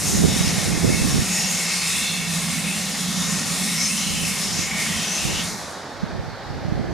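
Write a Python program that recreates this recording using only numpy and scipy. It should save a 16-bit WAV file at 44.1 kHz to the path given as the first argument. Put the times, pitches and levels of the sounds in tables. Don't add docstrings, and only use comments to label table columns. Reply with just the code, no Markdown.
import sys
import numpy as np
from scipy import signal
from scipy.fft import rfft, irfft, next_fast_len
from scipy.io import wavfile
from scipy.ndimage import uniform_filter1d, map_coordinates

SR = 44100
rng = np.random.default_rng(int(sys.argv[2]) if len(sys.argv) > 2 else 0)


def file_out(sig):
    cols = np.atleast_2d(sig).T
    lim = np.clip(cols, -1, 1)
    pcm = np.round(lim * 32767).astype(np.int16)
    wavfile.write(sys.argv[1], SR, pcm)


N = 305613

# time in seconds, level of the 4.6-7.5 kHz band in dB,
# treble above 7.5 kHz against that band in dB.
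JET_COURSE = [(0.0, -34.5, 7), (0.09, -30, 1), (0.24, -31, 0.5), (0.42, -30, -4), (0.6, -29.5, -4.5),
              (0.82, -30, -3.5), (1.1, -30.5, -0.5), (1.44, -29, -3.5), (1.98, -28.5, -2.5),
              (2.26, -34, -2.5), (2.34, -30.5, -2.5), (3.09, -33, -2), (3.22, -29, -5), (3.73, -31.5, 1),
              (3.83, -27, -4), (3.94, -31, 4), (4.0, -29.5, -1), (4.16, -31, -2.5), (4.22, -31, 0),
              (4.28, -30.5, 0), (4.35, -31.5, 0), (4.62, -28, -4), (4.73, -37, -2.5), (4.82, -30.5, -0.5),
              (5.0, -31.5, -3), (5.22, -31.5, -4), (5.46, -32, -4.5)]
BAND_EDGES_HZ = [950, 1700, 3200, 4600, 7500]
# steady level in dB, share of the jet's swings (0-1).
LOWER_BANDS = [(-41.5, 0.22), (-33.5, 0.37), (-36, 0.37)]
BAND_FALL_DB_PER_S = [6.6, 69, 28.5, 43, 53]
# frequency in Hz, relative density in dB per Hz.
HISS_COLOUR = [(530, -44), (900, -3), (1060, -2.5), (1630, -8), (2170, -3), (2360, -5.5), (3210, -5),
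               (6260, -9), (10100, -16), (14200, -31), (15500, -42)]
# centre in Hz, width in Hz, lift in dB.
VALVE_RESONANCES = [(1846, 60, 8), (2198, 94, 4), (2600, 240, 4), (3220, 200, -3.5), (4650, 570, -3),
                    (7830, 190, -5)]
# frequency in Hz, left-right correlation (0-1).
HISS_LIKENESS = [(900, 0.94), (1400, 1), (2100, 1), (2750, 0.79), (3400, 1), (4500, 0.75), (6000, 0.86),
                 (7000, 0.9), (8600, 0.78), (11000, 0.66), (13000, 0.96)]
# frequency in Hz, left minus right in dB.
HISS_BALANCE = [(1400, 0), (2400, 0.9), (4400, 0.5), (6000, 2), (8600, -1), (15000, -0.2)]
# centre in seconds, spread in seconds,
# frequency in Hz, spread in Hz, lift in dB, glide in Hz per second.
HISS_SWELLS = [(0.1, 0.093, 6300, 150, 6, 0), (0.14, 0.086, 7000, 200, 6, 1),
               (0.39, 0.063, 3800, 70, 9, 400), (.33, .07, 3550, 150, 5, -2),
               (.35, .17, 5450, 100, 4.5, -300), (0.82, 0.14, 2900, 200, -6, 600),
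               (1.09, 0.11, 5530, 100, 6.5, 0), (1.6, .1, 7350, 120, 4, -3), (0.83, 0.07, 2100, 50, 7, 0),
               (0.94, 0.035, 2220, 70, 14, 0), (1.3, .07, 2450, 70, 7, 0), (1.37, .025, 1900, 60, 8, 0),
               (0.99, 0.07, 2640, 60, 9, 0), (1.39, 0.05, 5570, 140, 7, 0), (1.8, 0.09, 8700, 500, 2.5, 0),
               (1.92, 0.054, 8000, 600, 1.5, 0), (2.7, 0.038, 9200, 500, 5, 2),
               (1.39, 0.18, 6680, 140, 7.5, 0), (1.44, 0.07, 2700, 73, 9, 600), (1.67, .06, 2700, 98, 6, 4),
               (1.663, 0.083, 2160, 65, 12.5, 0), (1.82, 0.1, 5050, 130, 6, -3),
               (1.8, .06, 4440, 130, 10, -2), (1.95, 0.14, 3780, 160, 6, 0), (2.11, 0.056, 4230, 130, 9, 0),
               (2.11, 0.13, 3450, 120, 9.5, 0), (2, .09, 2180, 90, 6, 0), (2.24, 0.045, 2220, 80, 9, 0),
               (1.85, 0.15, 2540, 120, 6, 500), (2.06, 0.11, 2720, 75, 8.5, 0),
               (2.22, 0.081, 2660, 90, 9.5, 0), (2.4, 0.054, 2600, 90, 2, 2), (2.47, 0.071, 2200, 72, 9, 0),
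               (2.75, 0.096, 2670, 110, 9, 1000), (3.09, 0.11, 2430, 200, -4.5, 0),
               (3.23, 0.035, 3700, 93, 10, 0), (2.7, 0.054, 2200, 80, 3, 0), (3, 0.074, 5520, 120, 1, 0),
               (3.57, .13, 3050, 170, -3.5, 0), (3.66, 0.04, 1820, 60, 6, 0),
               (3.31, 0.069, 1870, 70, 6.5, 0), (3.7, 0.032, 2170, 50, 8, 0),
               (3.72, 0.047, 2000, 60, 7, 1500), (3.82, 0.045, 2200, 55, 7, 0),
               (3.83, 0.055, 5380, 130, 9.5, -1500), (4.4, .09, 5350, 110, 7, 500),
               (3.86, 0.047, 6230, 140, 9.5, 2500), (3.65, .04, 5550, 90, 9, 0),
               (3.3, .025, 6900, 150, 6, 0), (3.92, .025, 8200, 500, 4, 0), (3.87, .035, 2370, 80, 7, 3500),
               (3.925, 0.035, 2640, 70, 13.5, 500), (3.94, 0.045, 9650, 170, 9, 3500),
               (4.05, 0.071, 2820, 160, 6.5, 0), (4.12, 0.17, 3100, 150, 8.5, -2),
               (4.23, 0.075, 2670, 140, 10, 0), (4.03, 0.08, 2170, 40, 5, 0), (4.2, .035, 3060, 60, 5, 0),
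               (3.7, 0.084, 1670, 150, -4, 0), (4.07, .05, 4060, 130, 8, -2), (4.32, .05, 2210, 87, 10, 0),
               (4.78, 0.086, 2200, 180, 10.5, -600), (4.93, 0.044, 1950, 90, 6.5, 0),
               (5.0, 0.083, 2600, 110, 6.5, 0), (4.98, 0.11, 3120, 200, 7.5, 0),
               (5.11, 0.044, 6050, 190, 10, 3500), (4.7, .04, 7200, 300, 4, 5000),
               (5.54, .06, 3000, 450, -10, 0), (5.57, 0.035, 9700, 2000, -2.5, 0),
               (5.3, 0.1, 2780, 190, 8.5, 800), (5.41, 0.036, 3300, 350, 8.5, 0)]
# time in seconds, level in dB, lift of the upper resonances in dB.
DRONE_COURSE = [(0, -35.5, -3), (.2, -24.5, -2), (.87, -31.5, -1), (1.1, -26.5, 0), (1.5, -31, -3.5),
                (1.8, -36.5, -5), (2.05, -34, -3), (2.35, -27.5, -4), (2.6, -28, 1), (2.85, -32, -2),
                (3.12, -27.5, 0.5), (3.3, -27.5, -1.5), (3.5, -31.5, 6), (3.65, -28.5, 2), (3.9, -33, 9),
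                (4.05, -30.5, 2.5), (4.3, -32.5, 3), (4.7, -36, 6), (4.9, -29.5, 1), (5.15, -37.5, 2),
                (5.42, -33, 2)]
# centre in Hz, width in Hz, relative level in dB.
CHIMNEY_RESONANCES = [(87, 71, -19.5), (163.6, 23, -2.5), (180.1, 23, 0.5), (210, 42, -3.5), (260, 35, -15)]
# time in seconds, level in dB.
RUSH_COURSE = [(0.0, -35.5), (0.6, -33.5), (1.3, -35.5), (2.0, -39.5), (2.6, -38.5), (3.5, -37),
               (4.0, -41.5), (4.6, -36.5), (5.8, -35.5), (6.5, -35), (6.93, -35.5)]
# frequency in Hz, relative density in dB per Hz.
RUSH_COLOUR = [(30, -25), (70, -12), (120, -8.5), (180, -8), (263, -10), (320, -9.5), (708, -7), (830, -6),
               (1020, -14.5), (1400, -14.5), (1730, -13), (2810, -26), (4560, -21), (8980, -40),
               (15500, -50)]
# frequency in Hz, left-right correlation (0-1).
RUSH_LIKENESS = [(100, 0.78), (300, 1), (600, 0.93), (860, 0.79), (1900, 0.88), (4300, 0.65), (6000, 0.36),
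                 (9000, 0.088)]
# frequency in Hz, left minus right in dB.
RUSH_BALANCE = [(150, -4), (600, -3), (860, 0), (1300, -4), (3000, -2), (4300, 1), (9000, 1)]
# time in seconds, buffeting in dB.
WIND_COURSE = [(0.0, -30), (0.15, -24.5), (0.25, -19.5), (0.34, -28), (0.48, -23.5), (0.62, -30),
               (0.7, -21.5), (0.81, -26), (0.85, -22.5), (0.9, -21.5), (0.98, -27.5), (1.04, -24.5),
               (1.11, -26), (1.18, -22.5), (1.23, -29), (1.3, -38), (1.5, -46), (1.75, -50), (1.95, -34),
               (2.1, -47), (2.43, -42), (3.1, -50), (3.28, -36.5), (3.65, -43), (4.05, -39), (4.14, -28),
               (4.38, -41.5), (4.57, -31.5), (4.85, -45), (4.97, -32), (5.1, -53), (5.27, -25), (5.42, -37),
               (5.84, -58), (5.97, -44), (6.05, -33), (6.18, -31.5), (6.29, -37), (6.38, -43), (6.5, -29),
               (6.58, -33), (6.72, -26.5), (6.84, -29), (6.93, -26)]
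# frequency in Hz, relative density in dB per Hz.
BUFFET_COLOUR = [(15, -27), (43, -2), (90, 3), (150, 2.5), (215, -6), (310, -8), (450, -15.5), (700, -28),
                 (1500, -50), (4000, -93)]
# time in seconds, level of the swing at the right port in dB,
# pitch in Hz, spread in cycles.
EDDIES = [(0.09, -13, 170, .8), (0.137, -10, 190, .8), (0.155, -11, 180, .8), (0.204, -10, 200, 0.57),
          (0.222, -9, 189, 0.94), (0.239, -15, 620, .9), (0.242, -5, 282, 0.54), (0.249, -1, 170, 0.46),
          (0.253, -8, 380, .5), (0.259, -4, 208, 0.57), (0.283, -8, 220, 0.58), (0.3, -10, 150, 0.66),
          (0.365, -10, 200, .6), (0.41, -6.5, 168, 0.69), (0.475, -8, 168, 0.49), (0.584, -10, 160, .7),
          (0.66, -15, 120, .5), (0.7, -12, 150, .7), (0.778, -10, 220, .5), (0.846, -8, 330, 0.63),
          (0.849, -16, 600, .9), (0.851, -4, 171, 0.46), (0.88, -7, 150, .7), (0.893, -6, 328, 0.57),
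          (0.904, -3, 250, 0.56), (0.928, -9, 220, 0.55), (0.948, -9, 200, .6), (1.022, -10, 180, .8),
          (1.05, -7.5, 200, 0.77), (1.146, -8, 200, .6), (1.161, -10, 170, 0.54), (1.176, -18, 520, .9),
          (1.182, -10, 270, .6), (1.195, -10, 110, .6), (1.222, -13, 170, .9), (4.593, -13, 180, 0.5),
          (5.254, -12.5, 169, 0.72), (6.037, -9.5, 188, 1.1), (6.155, -21, 120, 0.92),
          (6.197, -19, 110.2, .9), (6.283, -20, 140, .9), (6.507, -21, 120, 0.52), (6.655, -17, 140, .7),
          (6.685, -16, 161, .9), (6.698, -17, 90, 0.5), (6.724, -9, 150, 0.41), (6.752, -17, 110, .6),
          (6.78, -16, 190, .8), (6.797, -14, 210, 1.1), (6.812, -18, 130, .8)]

SHUT_S = 5.448
SWAY_DB = 1.2
DRONE_FALL_DB_PER_S = 65
EVENNESS = 0.85
GUSTY_DB = 1.6
EDDY_LEFT = 0.29
TOP_HZ = 15600


def amp(db):
    return 10 ** (np.asarray(db) / 20)


def unit(x):
    return x / np.sqrt(np.mean(np.mean(np.atleast_2d(x), axis=0) ** 2))


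def along(points, hz):
    f, v = np.transpose(points)
    return np.interp(np.log(hz + 1), np.log(f + 1), v)


def curves(rows):
    s, *cols = np.transpose(rows)
    return [np.interp(np.arange(N) / SR, s, c) for c in cols]


def since(s):
    return np.maximum(np.arange(N) / SR - s, 0)


def wobble(rate):
    knots = rng.standard_normal(int(N * rate / SR) + 8)
    return map_coordinates(knots, [np.arange(N) * rate / SR])


def filtered(x, response):
    m = next_fast_len(N + 8192)
    spectrum = rfft(x, m) * response(np.fft.rfftfreq(m, 1 / SR))
    return irfft(spectrum, m)[..., :N]


def air(alike, lean, patchy_db, whistles=()):
    hz, t, z = signal.stft(rng.standard_normal((2, N)), SR, nperseg=1024)
    hz = hz[:, None]
    field = rng.standard_normal(z.shape[1:])
    field = uniform_filter1d(uniform_filter1d(field, size=3, axis=0), size=9, axis=1)
    gain_db = patchy_db * (1 + hz / 7000) * field / field.std()
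    for s, long, centre, wide, db, glide in whistles:
        off_pitch = (hz - centre - glide * (t - s)) / wide
        off_time = (t - s) / long
        gain_db += db * np.exp(-off_pitch ** 2 / 2 - off_time ** 2 / 2)
    pair = signal.istft(z * amp(gain_db), nperseg=1024)[1][:, :N]

    turn = lambda hz: np.arccos(np.clip(along(alike, hz), -1, 1)) / 2
    mid, side = filtered(pair, lambda hz: np.array([np.cos(turn(hz)), np.sin(turn(hz))]))
    stereo = np.array([mid + side, mid - side])
    return filtered(stereo, lambda hz: amp(np.outer([.5, -.5], along(lean, hz))))


def jet():
    body_db, treble_db = curves(JET_COURSE)
    lift_db = lambda hz: sum(db / (1 + (2 * (hz - c) / w) ** 2) for c, w, db in VALVE_RESONANCES)
    steam = air(HISS_LIKENESS, HISS_BALANCE, patchy_db=.75, whistles=HISS_SWELLS)
    steam = filtered(steam, lambda hz: amp(along(HISS_COLOUR, hz) + lift_db(hz)))

    swing_db = body_db - body_db.mean()
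    levels_db = [db + share * swing_db for db, share in LOWER_BANDS]
    levels_db.append(body_db)
    levels_db.append(body_db + treble_db + 0.95 * wobble(23.79))

    above = lambda hz, edge: 1 / (1 + (edge / (hz + 1)) ** 16)
    upper_edges = BAND_EDGES_HZ[1:] + [SR]
    out = np.zeros((2, N))
    for db, fall, lo, hi in zip(levels_db, BAND_FALL_DB_PER_S, BAND_EDGES_HZ, upper_edges):
        band = unit(filtered(steam, lambda hz: above(hz, lo) - above(hz, hi)))
        out += amp(db + SWAY_DB * wobble(5.0) - fall * since(SHUT_S)) * band
    flutter_db = 0.14 * wobble(9) + 0.51 * wobble(18)
    return amp(flutter_db) * out


def drone():
    pipe = lambda hz, modes: sum(amp(db) / (1 + (2 * (hz - c) / w) ** 2) ** 1.36 for c, w, db in modes)
    noise = air([(180, .9)], [(180, -4)], patchy_db=.6)
    level_db, upper_db = curves(DRONE_COURSE)
    lower = filtered(noise, lambda hz: pipe(hz, CHIMNEY_RESONANCES[:-2]))
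    upper = filtered(noise, lambda hz: pipe(hz, CHIMNEY_RESONANCES[-2:]))
    ring = lower + amp(upper_db) * upper
    slow_power = np.abs(uniform_filter1d(ring.mean(axis=0) ** 2, size=7000))
    ring = ring * slow_power ** (-EVENNESS / 2)
    return amp(level_db - DRONE_FALL_DB_PER_S * since(SHUT_S)) * unit(ring)


def rush():
    noise = air(RUSH_LIKENESS, RUSH_BALANCE, patchy_db=1.0)
    noise = filtered(noise, lambda hz: amp(along(RUSH_COLOUR, hz)))
    return amp(curves(RUSH_COURSE)[0]) * unit(noise)


def wind():
    lumps = amp(0.8 * np.array([wobble(30), wobble(27)]))
    buffet = filtered(lumps * rng.standard_normal((2, N)), lambda hz: amp(along(BUFFET_COLOUR, hz)))
    buffet /= buffet.std()
    force_db = curves(WIND_COURSE)[0] + GUSTY_DB * wobble(13)
    upper = filtered(buffet, lambda hz: hz ** 4 / (hz ** 4 + 240 ** 4))
    brightness = amp(0.44 * (force_db + 43.5))
    shared, own = amp(force_db) * (buffet + (brightness - 1) * upper)

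    eddies = np.zeros(N)
    t = np.arange(-600, 600) / SR
    phases = rng.uniform(0, 2 * np.pi, len(EDDIES))
    for (s, db, hz, cycles), phase in zip(EDDIES, phases):
        eddy = np.exp(-(t * hz / cycles) ** 2) * np.cos(2 * np.pi * hz * t + phase)
        eddy += 0.36 * np.sign(np.cos(phase)) * np.exp(-np.abs(t) / 0.00062)
        at = round(s * SR) - 600
        eddies[at:at + len(t)] += amp(db) * eddy

    share = lambda hz: np.clip(along([(40, 0.15), (120, 0.32), (300, 0.68), (700, 0.25)], hz), 0, 1)
    left = filtered(own, lambda hz: np.sqrt(1 - share(hz) ** 2)) - filtered(shared, share)
    return np.array([amp(-4.0) * left - EDDY_LEFT * eddies, shared + eddies])


def scene():
    return jet() + drone() + rush() + wind()


def record(dry):
    soft = dry / (1 + np.abs(dry / .85) ** 4) ** (1 / 4)
    return filtered(soft, lambda hz: hz < TOP_HZ)


dry = scene()
out = record(dry)
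file_out(out)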